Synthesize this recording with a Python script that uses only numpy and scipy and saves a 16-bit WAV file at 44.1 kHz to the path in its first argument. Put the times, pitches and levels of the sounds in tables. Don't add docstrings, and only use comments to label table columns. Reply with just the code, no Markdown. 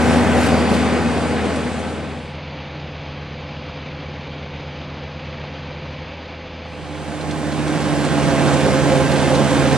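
import sys
import numpy as np
from scipy import signal
from scipy.fft import rfft, irfft, next_fast_len
from scipy.io import wavfile
from scipy.ndimage import uniform_filter1d, map_coordinates

SR = 44100
rng = np.random.default_rng(int(sys.argv[2]) if len(sys.argv) > 2 else 0)


def unload_wav(signal):
    wavfile.write(
        sys.argv[1],
        SR,
        np.round(np.clip(np.atleast_2d(signal).T, -1, 1) * 32767).astype(np.int16),
    )


N = 430857

# pitch_hz, likeness (0 to 1)
BOOM_LIKENESS = [(60, .3), (140, .92), (340, .93), (820, .94), (2000, .88), (4700, .7), (11000, .55)]
CONVEYOR_LIKENESS = [(60, .1), (140, .78), (340, .96), (820, .94), (2000, .88), (4700, .72), (11000, .55)]
# pitch_hz, left_louder_db, left_ahead_radians
BOOM_SIDES = [(30, 3, -2.4), (70, 4.5, -1.1), (170, 2.2, -.5), (280, 1.3, -.35), (400, 1.8, -.5),
              (520, -.7, -.4), (800, .4, -.25), (1700, .6, -.2), (3800, -.2, -.65), (5200, 0, -.55),
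              (8700, .3, -1.45), (11300, .5, -2.8)]
CONVEYOR_SIDES = [(60, -8, 2.0), (150, -4.8, 1.15), (280, -2.8, .45), (420, -4, .12), (530, -3, .2),
                  (650, -3.8, 0), (830, -5, 0), (1500, -3.2, -.15), (4000, -1.5, -.95), (7300, 0, -1.5),
                  (11300, .3, -3)]
UNLOAD_S, UNLOAD_LENGTH_S = 6.0, 0.128


def amp(db):
    return 10 ** (np.asarray(db) / 20)


def unit(x):
    return x / np.sqrt(np.mean(x ** 2) + 1e-20)


def along(points, hz):
    pitches, values = np.transpose(points)
    return np.interp(np.log(hz + 1), np.log(pitches + 1), values)


def curve(rows):
    return np.interp(np.arange(N) / SR, *np.transpose(rows))


def since(start_s):
    return np.maximum(np.arange(N) / SR - start_s, 0)


def ramp(start_s, length_s):
    return np.minimum(since(start_s) / length_s, 1)


def wobble(per_second):
    positions = np.arange(0, N + 64, 64) * per_second / SR
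    coarse = map_coordinates(rng.standard_normal(1024), [positions], mode="wrap")
    return np.interp(np.arange(N) / 64, np.arange(len(coarse)), coarse)


def angle(hz):
    return 2 * np.pi * np.cumsum(hz) / SR


def filtered(x, response):
    size = next_fast_len(N + 8192)
    return irfft(rfft(x, size) * response(np.fft.rfftfreq(size, 1 / SR)), size)[..., :N]


def band(x, centre_hz, half_width_hz):
    return filtered(x, lambda hz: 1 / (1 + ((hz - centre_hz) / half_width_hz) ** 2))


def ringing(pitch_hz, half_width_hz, level_db):
    return amp(level_db) * unit(band(rng.standard_normal(N), pitch_hz, half_width_hz))


def churn(patchy_db):
    spectra = signal.stft(rng.standard_normal((2, N)), nperseg=512)[2]
    patches = rng.standard_normal(spectra.shape[1:])
    patches = uniform_filter1d(uniform_filter1d(patches, 6, axis=0), 12, axis=1)
    return unit(signal.istft(spectra * amp(patchy_db * unit(patches)), nperseg=512)[1][:, :N])


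def rattle(per_second, decay_s):
    hits = (rng.random(N) < per_second / SR) * rng.uniform(.3, 1, N) ** 4
    energy = signal.lfilter([1], [1, -np.exp(-1 / (decay_s * SR))], hits)
    return unit(np.sqrt(energy) * rng.standard_normal((2, N)))


def spread(pair, spectrum, likeness):
    def response(hz):
        turn = np.arccos(np.clip(along(likeness, hz), 0, 1)) / 2
        return amp(along(spectrum, hz)) * np.array([np.cos(turn), np.sin(turn)])
    middle, side = filtered(pair, response)
    return np.array([middle + side, middle - side]) / np.std(middle)


def to_sides(x, sides):
    half, table = np.array([[.5], [-.5]]), np.array(sides)
    louder, ahead = table[:, :2], table[:, ::2]
    return filtered(x, lambda hz: amp(half * along(louder, hz)) * np.exp(1j * half * along(ahead, hz)))


def harmonics(shaft, rows, flutter_db, jitter_radians):
    out = np.zeros((3, N))
    for multiple, *place_db in rows:
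        shake = np.sqrt(multiple)
        flutter = amp(flutter_db * shake * wobble(14))
        tone = np.sin(multiple * shaft + jitter_radians * shake * wobble(12))
        out += np.sqrt(2) * amp(place_db)[:, None] * flutter * tone
    return out


def diesel_speed():
    firing_hz, droop_hz, wander_hz = 80.9, 0.3, 0.05
    return firing_hz - droop_hz * ramp(start_s=1.766, length_s=1.5) + wander_hz * wobble(1)


def diesel(firing):
    # multiple of the firing rate, boom_db, belts_db, conveyor_db
    engine_tones = [(1, -24.5, -39, -31), (2, -29, -45, -32), (3, -20.5, -59, -38), (5, -32, -60, -37.5),
                    (6, -32, -56, -43.5), (7, -37.5, -61.5, -54)]
    return harmonics(firing, engine_tones, flutter_db=.5, jitter_radians=0.023)


def drive_speed():
    lifting_hz, light_hz, laden_hz = 72.43, 75.24, 69.16
    fill_s, fill_lag_s = 7.78, 0.48
    unloaded = ramp(UNLOAD_S, UNLOAD_LENGTH_S)
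    fullness = 1 - np.exp(-since(fill_s) / fill_lag_s)
    return lifting_hz + (light_hz - lifting_hz) * unloaded + (laden_hz - light_hz) * fullness


def hydraulic_drive(drive):
    # multiple of the turning rate, boom_db, belts_db, conveyor_db
    drive_tones = [(1, -69, -45.5, -37.5), (2, -72, -36.5, -22.5), (2.5, -70, -53.5, -56),
                   (3, -70, -48.5, -33.5), (3.5, -70, -56.5, -60), (4, -33.5, -50, -26.5),
                   (5, -70, -59, -39), (6, -70, -64.5, -39.5), (7.5, -72, -62, -33), (9.5, -70, -59.5, -42)]
    hum = harmonics(drive, drive_tones, flutter_db=0.34, jitter_radians=0.1)
    hum[1] *= amp(-21 * ramp(UNLOAD_S, UNLOAD_LENGTH_S))
    return hum


def gears(drift, roughness, swing_db):
    # pitch_hz, boom_db, belts_db, conveyor_db
    whines = [(103.2, -33, -59, -58), (252.8, -34, -51.5, -57), (294.3, -33.5, -54, -37.5),
              (496.3, -34.5, -51, -51), (512.4, -39, -45.5, -32), (527.5, -49, -58.5, -30.5),
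              (564, -41, -55, -52), (671, -42, -59, -35.5), (833.5, -32, -51.5, -34.5),
              (1529, -36, -58.5, -53)]
    # time_s, share of the usual speed
    gear_speed = [(0, 1), (.8, .997), (2.2, 1.003), (4, 1), (6, 1.004), (7, 1.002), (7.5, .997),
                  (8.7, .997), (9, 1.01), (9.2, 1.002), (9.77, .998)]
    speed = curve(gear_speed) + drift * wobble(6)
    out = np.zeros((3, N))
    for hz, *place_db in whines:
        tone = np.sin(angle(hz * speed) + roughness * np.sqrt(hz / 800) * wobble(30))
        out += amp(place_db)[:, None] * unit(tone * amp(swing_db * wobble(9.2)))
    return out


def boom(tones, firing):
    # pitch_hz, relative_db
    roar_shape = [(25, -42), (52, -17), (75, -19), (140, -7), (175, -7), (205, 2.5), (245, -4), (300, -4),
                  (360, -8), (500, -6), (800, -12.5), (1100, -15), (2000, -18.5), (3200, -25.5),
                  (6300, -36.5), (8500, -36), (10800, -47), (12000, -76)]
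    # time_s, level_db
    shaking = [(0, -16.5), (.15, -15.5), (.3, -18), (.45, -15.5), (.7, -16), (1.15, -16.5), (1.5, -15.5),
               (1.8, -15.5), (2.1, -15), (2.4, -19)]
    # pitch_hz, half_width_hz, level_db
    steel_parts = [(768, 20, -31.5), (1300, 20, -41), (2160, 18, -47), (2530, 17, -41.5)]
    pulsing = amp(0.51 * np.cos(firing) + 0.31 * wobble(14.2))
    roar = amp(curve(shaking)) * spread(churn(patchy_db=0.94), roar_shape, BOOM_LIKENESS)
    steel = sum(ringing(*part) for part in steel_parts)
    drone = tones * amp(0.5 - 1.3 * since(0))
    return to_sides(drone + (roar + steel) * pulsing + pulley_squeal(), BOOM_SIDES)


def leaves():
    # time_s, level_db
    leaf_flow = [(0, -36), (.1, -38), (.3, -39.5), (.42, -34.5), (.63, -41), (.75, -37.5), (1.0, -39),
                 (1.2, -39), (1.6, -35.5), (2.0, -37.5), (2.4, -35)]
    # start_s, length_s, level_db
    scrapes = [(0.355, 0.17, -28.5), (0.692, 0.094, -31.5)]
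    # pitch_hz, relative_db
    swish_shape = [(600, -21), (2200, -4.5), (4000, -2.5), (6500, -4), (8600, -0.5), (10300, -5.5),
                   (11200, -16), (12000, -54), (14000, -80)]
    scrape_shape = [(700, -17), (1400, 10), (2400, 8), (4000, -2), (8500, -7), (11000, -5.5),
                    (14000, -19.5)]
    swish = spread(churn(patchy_db=2.0), swish_shape, BOOM_LIKENESS)
    tufts_db = -2 * wobble(13.6)
    swish *= amp(curve(leaf_flow) + tufts_db)
    strokes = sum(amp(db) * np.sin(np.pi * ramp(start_s, length_s)) for start_s, length_s, db in scrapes)
    scrape = strokes * spread(rattle(per_second=720, decay_s=0.0028), scrape_shape, BOOM_LIKENESS)
    return to_sides(swish + scrape, BOOM_SIDES)


def wide_hiss():
    # pitch_hz, relative_db
    hiss_shape = [(8500, -25), (10300, -6), (11200, 1), (12500, 1), (14500, -6.5), (15200, -9)]
    hiss = unit(filtered(rng.standard_normal(N), lambda hz: amp(along(hiss_shape, hz))))
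    return np.array([hiss, -hiss])


def belts(tones, drive):
    # pitch_hz, relative_db
    rush_shape = [(20, -12), (45, -4), (80, -2), (130, 0.5), (280, 0), (400, -4), (510, -1), (620, -2.5),
                  (1100, -6.5), (1450, -10.5), (2000, -9), (2400, -7.5), (3200, -11), (5100, -19),
                  (6500, -24.5)]
    muffling = [(5100, 0), (5550, -14), (5900, -2.5), (6500, -7), (7000, -13), (7600, -27), (8200, -65)]
    # time_s, level_db
    crop_load = [(0.4, -38), (1.1, -30), (1.55, -28.5), (1.95, -34.5), (2.4, -34.5), (6.0, -34.5),
                 (6.13, -35.5)]
    rush = churn(patchy_db=0.6)[0] * amp(.5 * np.cos(2 * drive))
    ticking = 0.39 * rattle(per_second=90, decay_s=0.0048)[0]
    muffled = filtered(rush + ticking, lambda hz: amp(along(rush_shape, hz) + along(muffling, hz)))
    rollers = ringing(pitch_hz=2286, half_width_hz=26, level_db=-52.5)
    return tones + rollers + amp(curve(crop_load)) * unit(muffled)


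def pulley_squeal():
    start_s, rise_s, fall_db_per_s = .38, 0.22, 8.5
    squeal = ringing(pitch_hz=4730, half_width_hz=150, level_db=-38)
    return squeal * ramp(start_s, rise_s) * amp(.8 * wobble(29.9) - fall_db_per_s * since(start_s))


def stones():
    # start_s, relative_db, treble_limit_hz
    knocks = [(0.697, -29, 9000), (0.739, -28, 9050), (1.453, -34, 10000), (1.5585, -31, 10000),
              (1.793, -35, 9900), (7.21, -27.5, 4840), (7.3102, -25.5, 6670), (7.522, -29, 6470),
              (7.6804, -29, 9060), (7.804, -30, 10000), (8.049, -26.5, 9800), (8.5396, -26, 9300),
              (8.6073, -28, 10040), (8.974, -24, 7940), (9.1165, -21, 7000), (9.1603, -21.5, 5230),
              (9.2, -21, 4530), (9.351, -20.5, 6600), (9.5294, -29.5, 10000), (9.721, -21.5, 6000)]
    # pitch_hz, relative_db, ring_s (time to fade by 60 dB)
    steel_notes = [(1280, -10, .03), (2320, -2, .03), (3360, 6, 0.028), (4150, 9.5, 0.026),
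                   (5200, -12, .025), (6300, -1, .02)]
    out, t = np.zeros(N + SR), np.arange(SR // 6) / SR
    for start_s, knock_db, treble_limit_hz in knocks:
        ring = np.zeros(len(t))
        for hz, note_db, ring_s in steel_notes:
            fade = amp(note_db + rng.normal(0, 2.7) - 60 * t / ring_s)
            ring += fade * np.sin(2 * np.pi * hz * rng.normal(1, 0.035) * t)
        crack = 2.9 * amp(-60 * t / 0.075) * rng.standard_normal(len(t))
        treble_cut = signal.butter(4, treble_limit_hz, fs=SR, output="sos")
        knock = signal.sosfilt(treble_cut, 0.59 * ring + crack)
        out[round(start_s * SR):][:len(t)] += amp(knock_db - 10.5) * knock
    return filtered(out[:N], lambda hz: hz < 11000)


def conveyor(tones, drive):
    # pitch_hz, relative_db
    roar_shape = [(25, -32), (60, -15), (110, -6.5), (210, 0.5), (310, 0), (450, -6.5), (540, -3.5),
                  (700, -6), (1050, -12), (1600, -13.5), (2300, -16.5), (5000, -24.5), (8500, -28.5),
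                  (10800, -45), (11800, -99)]
    # time_s, level_db
    crop_load = [(6.6, -18), (7.5, -19.5), (8.1, -18), (8.45, -18.5), (8.7, -18), (9.0, -19), (9.3, -18.5),
                 (9.77, -18)]
    # pitch_hz, half_width_hz, level_db
    steel_parts = [(1060, 25, -37), (1572, 19, -38.5), (1684, 12, -49)]
    # time_s, boost_db
    frame_groan = [(6.6, -2.5), (7.6, -5.5), (8.0, -2.5), (8.4, 0.5), (8.65, 0), (8.9, 5), (9.1, -0.5),
                   (9.3, 3), (9.77, 0.5)]
    shaking = churn(patchy_db=1.0) * amp(0.84 * np.cos(2 * drive))
    shaking += 0.5 * rattle(per_second=280, decay_s=0.0049)
    roar = amp(curve(crop_load) + 0.32 * wobble(6.8)) * spread(shaking, roar_shape, CONVEYOR_LIKENESS)
    steel = sum(ringing(*part) for part in steel_parts)
    light_hum = (amp(5.5) - 1) * band(tones, centre_hz=308.4, half_width_hz=12)
    sound = roar + steel + tones + light_hum
    groan = (amp(curve(frame_groan)) - 1) * band(sound, centre_hz=530, half_width_hz=39)
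    return to_sides(sound + groan, CONVEYOR_SIDES)


def soil():
    # pitch_hz, relative_db
    hiss_shape = [(1000, -23), (3500, -9), (5500, -15), (8500, 2), (10300, -1.5), (10900, -8), (11500, -47),
                  (12500, -85)]
    crumbs = churn(patchy_db=2.0) + .5 * rattle(per_second=300, decay_s=0.0028)
    return amp(-39.5) * to_sides(spread(crumbs, hiss_shape, CONVEYOR_LIKENESS), CONVEYOR_SIDES)


def scene():
    # start_s, end_s
    fades = [(0.36, 2.4), (6.63, 8.56)]
    firing, drive = angle(diesel_speed()), angle(drive_speed())
    tones = hydraulic_drive(drive) + diesel(firing) + gears(drift=0.00297, roughness=0.35, swing_db=0.45)
    boom_tones, belt_tones, conveyor_tones = tones
    to_belts, to_conveyor = (ramp(start_s, end_s - start_s) for start_s, end_s in fades)
    machine = (1 - to_belts) * (boom(boom_tones, firing) + leaves())
    machine += (to_belts - to_conveyor) * belts(belt_tones, drive)
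    machine += to_conveyor * (conveyor(conveyor_tones, drive) + soil())
    hiss_gain = amp(-44.5) * (1 - to_belts) ** 3 + amp(-45) * to_conveyor
    return machine + stones() + hiss_gain * wide_hiss()


def record(dry):
    return filtered(dry, lambda hz: hz < 15200)


dry = scene()
out = record(dry)
unload_wav(out)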